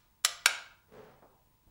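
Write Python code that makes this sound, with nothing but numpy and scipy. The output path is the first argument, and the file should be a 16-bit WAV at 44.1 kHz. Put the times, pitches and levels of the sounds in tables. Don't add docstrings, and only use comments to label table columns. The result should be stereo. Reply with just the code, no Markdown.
import sys
import numpy as np
from scipy import signal
from scipy.fft import rfft, irfft
from scipy.io import wavfile
from scipy.ndimage import uniform_filter1d

SR = 44100
rng = np.random.default_rng(int(sys.argv[2]) if len(sys.argv) > 2 else 0)


def bounce(signal):
    frames = np.transpose(np.atleast_2d(signal))
    limited = np.clip(frames, -1, 1)
    pcm = np.round(limited * 32767).astype(np.int16)
    wavfile.write(sys.argv[1], SR, pcm)


N = 74970
EVENT_TIME = np.arange(SR // 3) / SR

# (time [s], scrape level [dB], crack level [dB],
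# crack T60 [s], rattle level [dB], rattle T60 [s], room level [dB])
SNAPS = [(.248, -35.5, -14.5, .014, -24, 0.082, -13), (.458, -47.5, -12, 0.018, -17.5, .056, -12)]
# (frequency [Hz], relative level [dB])
CRACK_COLOURS = [
    [(100, -35), (350, -32), (520, -17.5), (800, -17), (1000, -21), (1300, -9.5), (2500, -8.5),
     (3600, -6.5), (7800, -6), (8600, -19), (10000, -10.5), (11500, -17), (13000, -14), (16000, -22)],
    [(100, -37), (270, -16), (480, -14.5), (800, -8.5), (1150, -7.5), (1500, -6.5), (1850, -14.5),
     (2500, 1), (3300, -3.5), (7000, -7.5), (9900, -6.5), (10800, -16.5), (12500, -13), (16000, -34.5)],
]
# (frequency [Hz], T60 [s], relative peak in the first snap [dB],
# relative peak in the second snap [dB])
CASE_MODES = [(700, 0.13, -7.5, -9.5), (960, 0.077, -33.5, 0.5), (1230, .04, 2.5, -16.5),
              (1272, 0.12, -12, 1.5), (1446, 0.029, -1.5, 10), (1593, 0.054, -2.5, 10.5),
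              (1953, .035, -0.5, -12.5), (2268, 0.024, -5.5, 9.5), (2365, 0.12, -6, -5),
              (2755, 0.06, -5.5, 3), (3040, 0.06, 2, -4.5), (3364, 0.036, 1, -7.5),
              (3820, 0.019, -1.5, 3.5), (4115, .03, 2, -6.5), (4518, .035, -6.5, 2),
              (5350, 0.015, 1.5, -12.5), (5523, 0.075, -6.5, 8), (6000, .03, 0, -4),
              (7050, 0.027, -10.5, 1.5), (7530, 0.012, 0.5, -10.5), (8960, 0.084, -27.5, -4.5),
              (10060, .013, 1, -21)]
SLIDE_S, SLIDE_T60_S = 0.008, 0.024
CRACK_RISE_S, CRACK_HOLD_S = 0.0011, 0.0025

# (time [s], level [dB], T60 [s])
NUDGES = [(.001, -60, 0.12), (0.027, -66, 0.097), (.058, -71, .08)]
NUDGE_ROOM_DB, NUDGE_DULL_HZ = -2, 2000

# (time [s], level [dB], T60 [s], table ring relative to that level [dB])
BUMPS = [(.88, -68.5, 0.26, 3), (.919, -54.5, 0.095, 7), (.936, -56, 0.21, -17), (.969, -57.5, 0.28, 10.5),
         (1.003, -60.5, 0.13, -2.5), (1.036, -58, 0.19, -1), (1.076, -63, 0.2, -10), (1.112, -67, 0.48, -5)]
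# (frequency [Hz], relative level [dB])
BUMP_COLOUR = [(50, -31), (130, 6.5), (230, -0.5), (330, -10), (460, -10), (700, -7.5), (1500, -9),
               (3000, -20.5), (6000, -27.5), (12000, -38)]
# (frequency [Hz], T60 [s], relative level [dB])
TABLE_MODES = [(220.7, 0.19, -11.5), (430, 0.14, -3.5), (497.6, 0.095, -5.5)]

# (time [s], level [dB], T60 [s])
TOUCHES = [(1.221, -52.5, .12), (1.3, -70, 0.18), (1.672, -71, 0.17)]
# (frequency [Hz], relative level [dB])
TOUCH_COLOUR = [(100, -14), (300, 4), (550, 2.5), (830, 0), (1300, -4.5), (2200, -19.5), (5000, -44),
                (12000, -44)]
SOFT_RISE_S, BUMP_ROOM_DB, TOUCH_ROOM_DB = 0.0031, -1, -6

THUMP_S, THUMP_DB, THUMP_RISE_S, THUMP_T60_S = 1.663, -56, 0.0054, 0.5
# (frequency [Hz], relative level [dB])
THUMP_COLOUR = [(25, -5.5), (50, 7.5), (85, 4), (150, -17), (300, -13.5), (700, -35), (3000, -47)]

# (frequency [Hz], T60 [s])
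ROOM_T60 = [(150, .55), (500, 0.46), (1000, .6), (1600, 0.5), (3000, 0.46), (5000, .43), (8000, .35),
            (12000, .26), (16000, .2)]
# (frequency [Hz], relative level [dB])
ROOM_COLOUR = [(150, -6), (300, -1.5), (600, 8), (1500, 0), (3000, 0.5), (5000, -2.5), (7000, -3.5),
               (10000, -8.5), (12000, -9), (16000, -11.5)]
# (frequency [Hz], gain [dB])
ROOM_SIDE = [(150, -18.5), (600, -27), (1300, -20.5), (4000, -20.5), (10000, -17)]
ROOM_ONSET_S = 0.0086

# (frequency [Hz], relative level [dB])
FLOOR = [(20, -2), (45, 1.5), (70, -4.5), (130, -4), (250, -11), (500, -19), (1000, -20), (2000, -24.5),
         (5000, -27), (10500, -29), (12500, -32), (16000, -40)]
FLOOR_DB, FLOOR_WIDTH = -70, 0.1
# (frequency [Hz], rms level [dB])
WHINE = [(100, -80.5), (900, -84.5), (998, -84), (11724, -87.5), (15625, -75)]
EDGE_HZ = 16200


def snaps():
    out = np.zeros((2, N))
    t = EVENT_TIME
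    after = np.maximum(t - SLIDE_S, 0)
    rise = np.minimum(after / CRACK_RISE_S, 1)
    for k, (s, slide_db, crack_db, crack_t60, rattle_db, rattle_t60, room_db) in enumerate(SNAPS):
        slide = amp(slide_db) * decay(abs(SLIDE_S - t), SLIDE_T60_S) * rng.standard_normal(len(t))
        crack = amp(crack_db) * decay(np.maximum(after - CRACK_HOLD_S, 0), crack_t60)
        rattle = amp(rattle_db) * decay(after, rattle_t60)
        impact = burst(rise * np.hypot(crack, rattle))
        add(out, s - SLIDE_S, in_room(case(slide + impact, index=k), room_db))
    return out


def nudges():
    out = np.zeros((2, N))
    b, a = signal.butter(1, NUDGE_DULL_HZ, fs=SR)
    for s, db, t60 in NUDGES:
        rub = soft_envelope(SOFT_RISE_S, t60) * rng.standard_normal(len(EVENT_TIME))
        force = signal.lfilter(b, a, rub)
        add(out, s, in_room(amp(db) * case(force, index=0), NUDGE_ROOM_DB))
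    return out


def case(force, index):
    modes = [(hz, t60, peaks[index]) for hz, t60, *peaks in CASE_MODES]
    return colour(force, CRACK_COLOURS[index], modes)


def bumps():
    out = np.zeros((2, N))
    rise = np.minimum(EVENT_TIME / SOFT_RISE_S, 1)
    for s, db, t60, ring_db in BUMPS:
        thud = colour(burst(soft_envelope(SOFT_RISE_S, t60)), BUMP_COLOUR)
        boom = amp(ring_db) * rise * ring(EVENT_TIME, TABLE_MODES)
        add(out, s, in_room(amp(db) * (thud + boom), BUMP_ROOM_DB))
    return out


def touches():
    out = np.zeros((2, N))
    for s, db, t60 in TOUCHES:
        tap = colour(burst(soft_envelope(SOFT_RISE_S, t60)), TOUCH_COLOUR)
        add(out, s, in_room(amp(db) * tap, TOUCH_ROOM_DB))
    return out


def thump():
    out = np.zeros((2, N))
    blow = burst(soft_envelope(THUMP_RISE_S, THUMP_T60_S))
    add(out, THUMP_S, amp(THUMP_DB) * colour(blow, THUMP_COLOUR))
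    return out


def in_room(x, room_db):
    level = amp(room_db)
    mid = level * signal.fftconvolve(x, room_tail())[:SR]
    side = level * signal.fftconvolve(x, room_tail())[:SR]
    add(mid, 0, x)
    side_gain = amp(read(ROOM_SIDE, np.fft.rfftfreq(SR, 1 / SR)))
    return spread(mid, irfft(rfft(side) * side_gain, SR))


def room_tail(size=256):
    t = np.arange(SR) / SR
    hz, when, bands = signal.stft(rng.standard_normal(SR), SR, nperseg=size)
    bands = bands * decay(when, read(ROOM_T60, hz)[:, None])
    dying = signal.istft(bands, SR, nperseg=size)[1][:SR]
    even = irfft(flatten(rfft(dying), 60), SR) * (t < 0.8)
    tail = colour(even * np.minimum(t / ROOM_ONSET_S, 1) ** 2, ROOM_COLOUR)
    return tail / np.linalg.norm(tail)


def background():
    t = np.arange(N) / SR
    gain = amp(read(FLOOR, np.fft.rfftfreq(N, 1 / SR)))
    mid, side = (unit(irfft(rfft(rng.standard_normal(N)) * gain, N)) for _ in range(2))
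    whine = np.zeros(N)
    for hz, db in WHINE:
        whine += amp(db) * np.sqrt(2) * np.sin(2 * np.pi * (hz * t + rng.random()))
    return amp(FLOOR_DB) * spread(mid, FLOOR_WIDTH * side) + whine


def amp(db):
    return 10 ** (np.asarray(db) / 20)


def unit(x):
    return x / np.sqrt(np.mean(x ** 2) + 1e-20)


def read(points, hz):
    f, value = np.transpose(points)
    return np.interp(np.log(hz + 1), np.log(f + 1), value)


def add(mix, s, sound):
    part = mix[..., max(round(s * SR), 0):][..., :sound.shape[-1]]
    part += sound[..., :part.shape[-1]]


def decay(t, t60):
    return np.exp(-np.log(1000) * t / t60)


def soft_envelope(rise_s, t60):
    return np.minimum(EVENT_TIME / rise_s, 1) * decay(EVENT_TIME, t60)


def colour(x, points, modes=(), size=8192):
    hz = abs(np.fft.fftfreq(size, 1 / SR))
    power = amp(read(points, hz)) ** 2
    for centre, t60, db in modes:
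        peak = (amp(db) * np.minimum(hz / centre, 1)) ** 2
        detune = 2 * np.pi * (hz - centre) * t60 / np.log(1000)
        power = power + peak / (1 + detune ** 2)
    response = np.exp(np.conj(signal.hilbert(np.log(power) / 2)))
    taps = np.fft.ifft(response).real[:size // 2]
    return signal.fftconvolve(x, taps / np.linalg.norm(taps))[:len(x)]


def flatten(spectrum, size):
    return spectrum / np.sqrt(abs(uniform_filter1d(abs(spectrum) ** 2, size)) + 1e-20)


def burst(envelope, size=40, count=8):
    x = rng.standard_normal(len(envelope))
    undo = envelope / (envelope ** 2 + (0.03 * envelope.max()) ** 2)
    for _ in range(count):
        x = irfft(flatten(rfft(x * envelope), size), len(x)) * undo
    return unit(x * envelope) * np.sqrt(np.mean(envelope ** 2))


def ring(t, modes):
    total = np.zeros(len(t))
    for hz, t60, db in modes:
        total += amp(db) * decay(t, t60) * np.sin(2 * np.pi * (hz * t + rng.random()))
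    return total


def spread(mid, side):
    return np.array([mid + side, mid - side])


def scene():
    return nudges() + snaps() + bumps() + touches() + thump() + background()


def record(dry):
    taps = signal.firwin(511, EDGE_HZ, window=("kaiser", 9), fs=SR)
    return signal.oaconvolve(dry, taps[None], "same")


dry = scene()
out = record(dry)
bounce(out)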